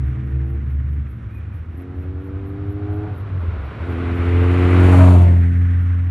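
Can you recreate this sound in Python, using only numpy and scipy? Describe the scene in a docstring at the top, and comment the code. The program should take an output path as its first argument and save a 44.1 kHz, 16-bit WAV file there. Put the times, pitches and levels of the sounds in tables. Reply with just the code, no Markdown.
"""Two sports cars boom away behind the listener, built from wavering partials of their firing rate.
Another open four-cylinder comes up through the gears and passes close on the left: sine firing orders,
noisy pulses rung through intake and side pipe, and coloured noise for tyres and air.
A bush cricket rasps in the verge of the country road as swelling noise; a bird, a gliding sine, calls once.
Far traffic hums below, and the tyres of cars gone by roar on the asphalt behind as wide noise."""
import sys
import numpy as np
from scipy import signal
from scipy.fft import rfft, irfft
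from scipy.io import wavfile

SR = 44100
rng = np.random.default_rng(int(sys.argv[2]) if len(sys.argv) > 2 else 0)


def dump(signal):
    """Clip the signal to [-1, 1] and save it as 16-bit WAV at the path in sys.argv[1]."""
    limited = np.clip(np.atleast_2d(signal).T, -1, 1)
    pcm = np.round(limited * 32767).astype(np.int16)
    wavfile.write(sys.argv[1], SR, pcm)


N = 269010
TIME = np.arange(N) / SR
FREQS = np.maximum(np.fft.rfftfreq(N, 1 / SR), 1)
OPPOSED = np.array([[1], [-1]])  # left and right signs of a difference signal

# nearer car pulling away, one row per gear: start t/s, end t/s, start f/Hz, end f/Hz, boom level/dB
LEAVER_GEARS = [(0, 1.0, 68.6, 72.4, -19.7), (1.48, 3.6, 77.3, 94.5, -28.5), (3.75, 4.3, 71.3, 74, -30)]
# farther car, holding its speed, then lifting off: t/s, firing f/Hz, boom level/dB
FAR_LEAVER = [(0.0, 125.3, -21.5), (0.35, 126.7, -29), (1.05, 123.1, -31), (1.3, 109.7, -26),
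              (1.7, 91.2, -37)]
# partials of each car pulling away: multiple of the firing rate, level/dB
LEAVER_PARTIALS = [(1, 0), (1.5, -17), (2, -17), (3, -22), (4, -30)]
FAR_LEAVER_PARTIALS = [(1, 0), (2, -20), (3, -33.5)]
SHIFT_S = 0.24  # longest wait from lifting off to the bottom of the dip

# cars gone by: t/s when their tyres peak from behind, level/dB, extra left-right difference level/dB
GONE_BY = [(-1.47, -39, 0), (5, -39.5, 2)]
# tyres heard from behind: f/Hz, relative level/dB per Hz
TYRES_BEHIND = [(260, -37), (450, 3), (559, -9), (637, -17), (682, -5.5), (893, -6.5), (957, -5.5),
                (1290, -1), (1840, -1), (2320, -6), (3580, -19.5), (4650, -31), (5600, -27), (6400, -35),
                (10000, -36), (13000, -47.5)]
TYRES_EMERGE_DB_PER_S, TYRES_RECEDE_S = 48.5, 0.49  # the latter is the time to lose 3 dB
# second arrival from a car going away: t/s, hollow f/Hz, strength 0-1
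HOLLOW = [(0, 1045, 0), (4.95, 2510, 0.05), (5.17, 1750, 0.42), (5.28, 1290, 0.5), (5.42, 1070, 0.62),
          (5.6, 960, .5), (5.85, 880, 0.1), (6.1, 875, 0.02)]
# gain on the left-right difference at the microphones: f/Hz, level/dB
WIDTH = [(100, -51), (300, -4.5), (420, -3), (620, 5.5), (900, 1), (1350, -2.5), (1900, -12), (2400, -39)]
# hum of traffic far down the road: f/Hz, relative level/dB per Hz
TRAFFIC = [(25, -22.5), (45, -3), (65, 0.5), (90, 10.5), (130, -1), (300, -21.5), (600, -32)]

# oncoming car's path
ABREAST_S = 5.05
SPEED_M_PER_S, LANE_M, SOUND_M_PER_S = 14.37, 4.44, 343
TURN_M = 1.91  # softness of the point where a part turns away
# its revs as heard, climbing in gear and sagging between: t/s, firing f/Hz
REVS = [(0, 103.1), (.56, 113.1), (1.2, 92.27), (1.62, 87.58), (3.08, 104.8), (3.25, 99.43), (3.4, 88.98),
        (3.56, 74.47), (3.73, 63.47), (3.82, 84.6), (4.12, 86.07), (4.42, 88.07), (4.746, 90), (5.0, 90.8),
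        (5.16, 88.67), (5.44, 86.17), (5.6, 87.6), (6.1, 87.8)]
# one pull on the throttle per gear: opens t/s, closes t/s, opening 0-1
PULLS = [(-.2, .545, 1.0), (1.67, 3.035, .95), (3.77, 6.3, .76)]
THROTTLE_OPENS_S, THROTTLE_CLOSES_S = 0.12, 0.19
REFERENCE_FIRING_HZ = 90  # revs at which the part levels below hold
# the clutch bites and the driveline rocks: the depth is before any decay
CLUTCH_S, SHUDDER_PER_S = 3.852, 7.4
SHUDDER_DEPTH_HZ, SHUDDER_DECAY_S = 6.5, 0.15

# Parts of the car share these columns: level/dB at lane distance (open throttle, facing the listener),
# ground loss level/dB per m, loss with throttle shut level/dB, rise per octave of revs level/dB,
# change once turned away level/dB, m past the listener where it turns
ORDERS_1_TO_5 = [(-2.5, 0.19, 9.5, 2.5, 2.5, 4.3), (-17.5, 1.03, 5, -6, 0, 7.8),
                 (-7, 0.18, 30.5, 11, -9, 1.2), (-12.5, 0.22, 20, 11, -27.5, 3.6),
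                 (-19.5, 0.4, 24, -34.5, -27, 1.4)]
# unequal cylinders' lumpy beat at 1.5, 2.5 and 3.5 times the firing rate: part columns
HALF_ORDERS = [(-29.5, .2, 4, 0.0045, 1.5, 4), (-31, 0.2, 5.8, 0.00079, -14, 3),
               (-25, 0.31, 7.8, 0, -21, 1.5)]
# body rumble, intake growl and rasping orders five to nine: part columns
BODY_RUMBLE = (-21.5, -0.13, 0.5, 1.5, -6, 0.5)
INTAKE_GROWL = (-29, 0.27, 17, 4, -26.5, 1.5)
OVERTONES = (-38.5, 0, 23, 16, -22, 1.5)
# exhaust spilling outside its beam, tyre roar and rushing air: part columns
EXHAUST_SPILL = (-43.5, 0.1, 5, 9, -14, 5)
TYRE_ROAR = (-22, 0.2162, 1, -1, -22, 2.14)
AIR_RUSH = (-50, 0.48, 4.5, -0.5, -11, 2.5)
# swells and dips of the first five orders, one list per order: level/dB, m past the listener, m to half
ORDER_RIPPLES = [
    [(-6, -15, 0.98), (3.5, -9.5, 1.1), (0.5, 2, 1.8), (-2.5, 7, 0.68)],
    [(1, 1, 1.4)],
    [(3.5, 0.14, 1.8), (-9, 3, 1.1), (-3, 11, 0.74)],
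    [(-13.5, -.9, 1.1)],
    [(5, -9, 3.7), (-10, -4, 0.52), (3.5, 2.7, 3.7)],
]
# sideways beams of exhaust and wheel arch: level/dB, m past the listener, m to fall by 6 dB
EXHAUST_BEAM = (-27.5, 0.21, 2.9)
WHEEL_ARCH_BEAM = (-47.5, -0.51, 2.4)
# beams of the side pipe's seventh and eighth orders: level/dB, m past the listener, m to fall by 6 dB
PIPE_TONES = [(-31, -1.1, 2.6), (-36, 1.7, 2.2)]
# tyre wedge throwing tread sizzle forward: gain level/dB, m past the listener, m to half the dB gain
TREAD_HORN = (6.9, -12, 6.4)

# intake and upper side-pipe resonances: f/Hz, width f/Hz, level/dB
AIRBOX = [(640, 110, 5), (724, 60, 10.5), (798, 80, 6), (1400, 300, -4.5), (2290, 450, -14.5)]
PIPE = [(525, 130, -1.5), (617, 79, 1.5), (700, 64, 2), (860, 130, -2), (962, 130, 0.5), (1420, 100, -15),
        (2680, 140, -27)]
# intake colour on the fifth to ninth orders: f/Hz, level/dB
OVERTONE_COLOUR = [(430, 1), (455, 11), (478, 10), (515, -7), (555, -1), (600, -6), (650, -2), (700, -5),
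                   (755, 0), (820, -5), (900, -14)]
# noise of body, tyres, tread blocks and air: f/Hz, relative level/dB per Hz
RUMBLE = [(28, -29), (42, -2.5), (65, 1), (110, 4), (155, -5.5), (220, -6.5), (320, -10), (450, -27.5),
          (700, -35)]
TYRES = [(380, -7), (520, -8), (700, -12.5), (880, -14), (1170, -10.5), (1430, -10.5), (1840, -19.5),
         (2250, -21.5), (3000, -28), (3700, -31), (4500, -39), (5600, -43.5), (6300, -58)]
TREAD = [(1500, -9.5), (2000, 2.5), (2500, -2), (3100, -10.5), (4000, -26.5)]
HISS = [(3000, -17.5), (4300, -1), (5200, -10), (6200, -7.5), (7000, -3.5), (8300, -6), (11000, -7),
        (12500, -15.5), (14000, -22)]
# oncoming car's lean: t/s, side-to-mid level/dB in the middle band
SWING = [(0, -13.5), (3.7, -22), (4.85, -24.5), (5.14, -8), (5.35, 0), (6.1, -13.5)]
CROSSES_S, CROSSING_S = 4.58, 0.14  # from right of centre to the left
# phase of the left-right difference; the nearer microphone leads in the bass: f/Hz, phase/rad
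PORT_PHASE = [(300, 1.15), (430, 1.0), (620, .35), (1400, .2)]
# left-right difference of the treble: f/Hz, side-to-mid level/dB
TREBLE_WIDTH = [(6200, -21), (8000, -9), (10000, -0.5), (12500, 10.5)]

# cricket and verge hush: f/Hz, relative level/dB per Hz
CRICKET = [(8500, -37.5), (10300, -13.5), (11700, -0.5), (13000, -15.5), (14500, -22)]
VERGE = [(300, 16), (2000, 12.5), (5000, -2.5), (8000, -7), (11500, -7), (13000, -11), (14500, -25.5)]
# the cricket's pace: t/s, time between chirps t/s
CHIRP_PERIOD = [(0, .21), (1.3, .212), (1.9, .233), (3, .23), (4.2, .259), (6.1, .21)]
FIRST_CHIRP_S = 0.08
# one bird call: t/s, pitch f/Hz, level/dB
BIRD = [(1.285, 2254, -75), (1.305, 2320, -59), (1.316, 2400, -64), (1.332, 2450, -56), (1.345, 2490, -60),
        (1.36, 2470, -49.5), (1.385, 2410, -53), (1.4, 2390, -70)]

# intake snarl near the top of second gear: start t/s, end t/s
SNARL = (2.74, 3.05)
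SNARL_DB = -43.5
# exhaust boom as the engine slows with the throttle shut: start t/s, end t/s
OVERRUN = (3.12, 3.6)
OVERRUN_DB, OVERRUN_BURBLE_DB = 9.5, 2.5
# hard single firings: t/s, onset level/dB
CRACKS = [(4.886, -24), (4.929, -23.5), (4.945, -21), (5.081, -21), (5.107, -21.5), (5.123, -24)]
# colour of such a firing: f/Hz, relative level/dB per Hz
CRACK_COLOUR = [(520, 0), (1300, -4), (2200, -16)]
# short blares of the side exhaust: start t/s, length t/s, pitch f/Hz, level/dB
BLARES = [(4.93, .015, 812, -22.5), (4.984, 0.049, 638.4, -19), (5.079, .055, 632, -27.5),
          (5.135, .04, 605, -27), (5.247, 0.02, 585, -29)]
# partials of a blare: multiple of its pitch, level/dB
BLARE_PARTIALS = [(1, -1), (1.48, -9.5), (2.05, -15)]

# band reaching the two microphone ports in opposite phase, and where the treble is fully cut
PORT_HZ, PORT_WIDTH_HZ, TREBLE_STOP_HZ = 5020, 230, 15000


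def from_db(db):
    """Decibels to amplitude."""
    return 10 ** (np.asarray(db) / 20)


def rms_one(x):
    """Scale to rms 1."""
    return x / np.sqrt(np.mean(x ** 2) + 1e-20)


def in_time(rows):
    """Each column of a table as a curve in time."""
    s, *columns = np.transpose(rows)
    return [np.interp(TIME, s, column) for column in columns]


def colour(x, points, closed=True):
    """Filter by a spectrum; closed ends fall away steeply."""
    hz, db = np.transpose(points)
    gain = from_db(np.interp(np.log(FREQS), np.log(hz), db))
    if closed:
        gain = gain * np.minimum(1, FREQS / hz[0]) ** 4 * np.minimum(1, hz[-1] / FREQS) ** 4
    return irfft(rfft(x) * gain, N)


def noise(points):
    """Noise of a given spectrum, rms 1."""
    return rms_one(colour(rng.standard_normal(N), points))


def drift(rate_hz):
    """Random wander of spread 1: noise through two equal low-pass poles, run every 40 samples."""
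    r = np.exp(-80 * np.pi * rate_hz / SR)
    chance = rng.standard_normal(N // 40 + 2002)
    slow = signal.lfilter([1], [1, -2 * r, r * r], chance)[2000:]  # skip the settling
    return np.interp(np.arange(N) / 40, np.arange(len(slow)), rms_one(slow))


def resonate(x, hz, width_hz):
    """One resonance, gain 1 on top."""
    r = np.exp(-np.pi * width_hz / SR)
    zeros = np.array([1, 0, -1]) * (1 - r * r) / 2
    return signal.lfilter(zeros, [1, -2 * r * np.cos(2 * np.pi * hz / SR), r * r], x)


def gate(start, end, attack_s, release_s):
    """Rises from start, holds at 1, falls from end."""
    return np.clip(np.minimum((TIME - start) / attack_s, 1 - (TIME - end) / release_s), 0, 1)


def firings(hz, wobble):
    """Count of firings so far; the crank speed wavers a little."""
    return np.cumsum(hz * (1 + wobble * drift(10.85))) / SR


def through_gears(gears):
    """Revs climb evenly in each gear and the boom dips during each shift: rows of t/s, f/Hz, level/dB."""
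    rows = []
    for start, end, start_hz, end_hz, db in gears:
        if rows:
            lifted, _, lifted_db = rows[-1]
            dip_s = min(lifted + SHIFT_S, (lifted + start) / 2)
            rows.append((dip_s, start_hz * 0.8, min(db, lifted_db - 3) - 10))
        rows += [(start, start_hz, db), (end, end_hz, db)]
    return rows


def leaving_car(rows, partials, wobble, flutter_db):
    """From behind and far off, an exhaust is a wavering boom with faint overtones."""
    hz, db = in_time(rows)
    turns = firings(hz, wobble)
    fading_db = -60 * np.maximum(TIME - rows[-1][0], 0)  # 60 dB per s after the last row
    orders = 0
    for k, level in partials:
        gain = from_db(level + flutter_db * drift(5.4))
        orders = orders + gain * np.sin(2 * np.pi * (k * turns + rng.random()))
    return from_db(db + fading_db) * orders


def hollowed(x):
    """A duller second arrival half a period late cancels one band and lifts the octave above it."""
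    hz, strength = in_time(HOLLOW)
    dull = colour(x, [(1900, 0), (2500, -6), (3100, -20)], closed=False)
    late = np.interp(TIME - 0.5 / hz, TIME, dull)
    return (x + strength * late) / np.sqrt(1 + strength ** 2)


def receding_tyres(lean, spread):
    """Tyre noise behind emerges as each car goes by and fades with distance, wide and leaning right."""
    out = 0
    for s, db, side_db in GONE_BY:
        emerging = from_db(db + TYRES_EMERGE_DB_PER_S * np.minimum(TIME - s, 0))
        gain = emerging / np.hypot(1, np.maximum(TIME - s, 0) / TYRES_RECEDE_S)
        mid = noise(TYRES_BEHIND)
        side = from_db(side_db) * colour(spread * noise(TYRES_BEHIND) - lean * mid, WIDTH)
        out = out + gain * from_db(1.5 * drift(22)) * (hollowed(mid) + OPPOSED * side)
    return out


def far_traffic(db):
    """Many distant engines and tyres merge into a steady low hum of noise."""
    return from_db(db) * noise(TRAFFIC)


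def metres_past():
    """Place of the oncoming car along the road; negative while it is still ahead."""
    return SPEED_M_PER_S * (TIME - ABREAST_S)


def sweep(centre_m, width_m):
    """Bell curve over a stretch of the car's path."""
    return 0.5 ** np.minimum(((metres_past() - centre_m) / width_m) ** 2, 20)


def beamed(beam):
    """Gain of a sideways beam as it sweeps past."""
    return from_db(beam[0]) * sweep(*beam[1:])


def radiated_db(part):
    """Level of one part of the car: set by distance, throttle, engine speed and which way it faces."""
    db, ground_loss, shut_db, rev_db, behind_db, turn_m = part
    along = metres_past()
    distance = np.hypot(along, LANE_M)
    throttle = sum(opening * gate(start, end, THROTTLE_OPENS_S, THROTTLE_CLOSES_S)
                   for start, end, opening in PULLS)
    effort_db = rev_db * np.log2(in_time(REVS)[0] / REFERENCE_FIRING_HZ) - shut_db * (1 - throttle)
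    travel_db = 20 * np.log10(LANE_M / distance) - ground_loss * (distance - LANE_M)
    turned = 0.5 + 0.5 * np.tanh((along - turn_m) / (2 * TURN_M))
    return db + effort_db + travel_db + behind_db * turned


def firing_hz():
    """Heard firing rate, with the dying driveline shudder after the last gear change."""
    since = np.maximum(TIME - CLUTCH_S, 0)
    shudder = np.exp(-since / SHUDDER_DECAY_S) * np.sin(2 * np.pi * SHUDDER_PER_S * since)
    return in_time(REVS)[0] + SHUDDER_DEPTH_HZ * shudder


def exhaust_note(turns, order_dbs, flutter_db, half_flutter_db):
    """Clean firing orders all start with the pulse; unequal cylinders put weak half orders between them."""
    out = 0
    for k, db in enumerate(order_dbs, 1):
        out = out + from_db(db + flutter_db * drift(1.3)) * np.sin(2 * np.pi * k * turns)
    for k, part in enumerate(HALF_ORDERS, 1):
        gain = from_db(radiated_db(part) + half_flutter_db * drift(5.5))
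        out = out + gain * np.sin(2 * np.pi * ((k + 0.5) * turns + rng.random()))
    return out


def engine_boom(turns):
    """Low firing orders ripple along the road, and swell on the overrun, over a rumble of the body."""
    order_dbs = []
    for order, ripples in zip(ORDERS_1_TO_5, ORDER_RIPPLES):
        ripple_db = sum(db * sweep(at_m, half_m) for db, at_m, half_m in ripples)
        order_dbs.append(radiated_db(order) + ripple_db)
    overrun_db = OVERRUN_DB + OVERRUN_BURBLE_DB * drift(22)
    order_dbs[0] = order_dbs[0] + overrun_db * gate(*OVERRUN, attack_s=0.23, release_s=0.15)
    note = exhaust_note(turns, order_dbs, flutter_db=0.5, half_flutter_db=2.5)
    return note + from_db(radiated_db(BODY_RUMBLE)) * noise(RUMBLE)


def rasp(turns, resonances, scatter_db, gas, sharpness):
    """Each firing sends a pulse and a puff of turbulent gas through a duct's resonances."""
    pulses = np.diff(np.floor(turns), prepend=0) * from_db(scatter_db * drift(55))
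    puffs = np.exp(-sharpness * (turns % 1)) * rng.standard_normal(N)
    drive = rms_one(pulses) + gas * rms_one(puffs)
    duct = 0
    for k, (hz, width_hz, db) in enumerate(resonances):
        duct = duct + (-1) ** k * from_db(db) * resonate(drive, hz, width_hz)
    band = signal.butter(2, [480, 3500], "band", fs=SR, output="sos")
    return rms_one(signal.sosfilt(band, duct))


def scattered(x, spread_s):
    """Road, kerb and guard rail return a spray of short echoes that blur the pulses."""
    lags = (rng.random(6) * spread_s * SR).astype(int)
    return rms_one(x + sum(0.2 * rng.choice([-1, 1]) * np.roll(x, lag) for lag in lags))


def overtones(turns, flutter_db):
    """Upper firing orders swell and fade as the revs carry them through the intake's resonances."""
    hz = firing_hz()
    colour_hz, colour_db = np.transpose(OVERTONE_COLOUR)
    orders = 0
    for k in range(5, 10):
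        db = np.interp(k * hz, colour_hz, colour_db) + flutter_db * drift(12)
        orders = orders + from_db(db) * np.sin(2 * np.pi * k * turns)
    return from_db(radiated_db(OVERTONES)) * orders


def intake(turns):
    """Firing pulses growl through the airbox and break into a brief snarl, with tonal upper orders."""
    growl = rasp(turns, AIRBOX, scatter_db=2.5, gas=1.0, sharpness=2.5)
    snarl = from_db(SNARL_DB) * gate(*SNARL, attack_s=0.19, release_s=0.2)
    gain = np.hypot(from_db(radiated_db(INTAKE_GROWL)), snarl)
    return gain * scattered(growl, spread_s=0.02) + overtones(turns, flutter_db=2.0)


def tyre_roar(db, tread_db, air_loss):
    """Tyre roar; the tread's sizzle carries forward, but fades faster with distance than the roar."""
    horn_db = TREAD_HORN[0] * sweep(*TREAD_HORN[1:])
    tread = from_db(tread_db + horn_db + air_loss * (db - db.max())) * noise(TREAD)
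    return from_db(db + 0.5 * drift(21)) * (noise(TYRES) + tread)


def exhaust_bark(turns):
    """Coarse pulses through the side pipe, whose resonances drop in pitch as the car goes by."""
    along = metres_past()
    closing = SPEED_M_PER_S / SOUND_M_PER_S * along / np.hypot(along, LANE_M)
    clock = np.cumsum(1 / (1 + closing)) / SR  # time at the car, for the Doppler shift
    clock = clock - clock[-1] + TIME[-1]
    turns_at_car = np.interp(TIME, clock, turns)
    at_car = rasp(turns_at_car, PIPE, scatter_db=2.5, gas=0.65, sharpness=1.3)
    gain = beamed(EXHAUST_BEAM) + from_db(radiated_db(EXHAUST_SPILL))
    return gain * np.interp(clock, TIME, at_car)


def swung(x):
    """Left-right difference of the oncoming car as it crosses from right of centre to the left side."""
    lean = from_db(in_time(SWING)[0]) * np.tanh((TIME - CROSSES_S) / CROSSING_S)
    phase = np.interp(FREQS, *np.transpose(PORT_PHASE))
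    return colour(irfft(rfft(x * lean) * np.exp(1j * phase), N), WIDTH)


def oncoming_car():
    """Engine, pipe and tyres sit just right of centre ahead, then swing left; rushing air stays wide."""
    turns = firings(firing_hz(), wobble=0.002)
    boom = engine_boom(turns)
    pipe = exhaust_bark(turns) + pipe_tones(turns, flutter_db=2.5)
    pipe = pipe + cracks(decay_s=0.004) + blares(waver=0.01, attack_s=0.008, release_s=0.015)
    tyres = tyre_roar(radiated_db(TYRE_ROAR), tread_db=-10.0, air_loss=0.45)
    roar = pipe + intake(turns) + tyres
    air = np.hypot(from_db(radiated_db(AIR_RUSH)), beamed(WHEEL_ARCH_BEAM)) * from_db(drift(30))
    side = swung(boom + roar) + air * colour(noise(HISS), TREBLE_WIDTH, closed=False)
    return boom + hollowed(roar) + air * noise(HISS) + OPPOSED * side


def verge(cricket_db, swell_s, fall_s, floor_db, hush_db, side_db):
    """A bush cricket's high, grainy noise swells and falls unevenly over a faint rasp; a hush of leaves."""
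    period, = in_time(CHIRP_PERIOD)
    cycles = np.cumsum(1 / period) / SR - FIRST_CHIRP_S / period[0]
    since = (cycles - np.round(cycles)) * period + 0.005 * drift(4)  # s from the nearest chirp's peak
    stroke = np.exp(-(since / np.where(since < 0, swell_s, fall_s)) ** 2)
    chirps = (stroke + from_db(floor_db)) * from_db(3.3 * drift(30) + 1.2 * drift(3))
    grain = noise(CRICKET) + OPPOSED * from_db(side_db) * noise(CRICKET)
    hush = noise(VERGE) + OPPOSED * colour(noise(VERGE), TREBLE_WIDTH, closed=False)
    return from_db(cricket_db) * chirps * grain + from_db(hush_db) * hush


def bird(echo_db, echo_peak_s):
    """A broken, trembling whistle; the wooded slope returns it as a trail that swells and dies."""
    hz, db = in_time(BIRD)
    calling = (TIME > BIRD[0][0]) * (TIME < BIRD[-1][0])
    call = from_db(db + 2 * drift(60)) * calling * np.sin(2 * np.pi * np.cumsum(hz) / SR)
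    slope = rng.standard_normal((2, SR)) * TIME[:SR] * np.exp(-TIME[:SR] / echo_peak_s)
    slope = slope / np.sqrt(np.sum(slope[0] ** 2))
    echo = signal.fftconvolve(call[None], slope, axes=1)[:, :N]
    return call + from_db(echo_db) * echo


def pipe_tones(turns, flutter_db):
    """The side pipe sings two clean upper orders in its beams; they follow the heard firing rate."""
    out = 0
    for k, beam in enumerate(PIPE_TONES, 7):
        out = out + beamed(beam) * from_db(flutter_db * drift(15)) * np.sin(2 * np.pi * k * turns)
    return out


def cracks(decay_s):
    """Each hard firing is a short puff of gas, dulled by the pipe."""
    puffs = sum(from_db(db) * (TIME >= s) * np.exp(-np.abs(TIME - s) / decay_s) for s, db in CRACKS)
    gas = rng.standard_normal(N)
    return colour(puffs * gas, CRACK_COLOUR) / np.std(colour(gas, CRACK_COLOUR))


def blares(waver, attack_s, release_s):
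    """The pipe's ring catches suddenly, holds a moment and lets go."""
    out = 0
    for start, length, hz, db in BLARES:
        ring = 0
        for k, level in BLARE_PARTIALS:
            cycles = np.cumsum(k * hz * (1 + waver * drift(40))) / SR
            ring = ring + from_db(level) * np.sin(2 * np.pi * cycles)
        out = out + from_db(db) * gate(start, start + length, attack_s, release_s) * ring
    return out


def scene():
    """Three cars, tyres behind and far traffic, with the roadside's own small sounds."""
    nearer = leaving_car(through_gears(LEAVER_GEARS), LEAVER_PARTIALS, wobble=0.006, flutter_db=2.6)
    farther = leaving_car(FAR_LEAVER, FAR_LEAVER_PARTIALS, wobble=0.006, flutter_db=2.8)
    behind = nearer + farther + receding_tyres(lean=1.0, spread=0.85) + far_traffic(db=-37.5)
    roadside = verge(cricket_db=-73.3, swell_s=0.04, fall_s=0.038, floor_db=-22, hush_db=-69, side_db=5.5)
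    return behind + oncoming_car() + roadside + bird(echo_db=-2, echo_peak_s=0.07)


def record(dry):
    """One narrow band turns from sum to difference at the ports; high peaks are rounded; the top is cut."""
    port_band = resonate(dry.mean(axis=0), PORT_HZ, PORT_WIDTH_HZ)
    heard = dry + (OPPOSED - 1) * port_band
    rounded = heard / (1 + np.abs(heard) ** 12) ** (1 / 12)
    top_cut = signal.cheby2(12, 70, TREBLE_STOP_HZ, fs=SR, output="sos")
    return signal.sosfilt(top_cut, rounded)


dry = scene()
out = record(dry)
dump(out)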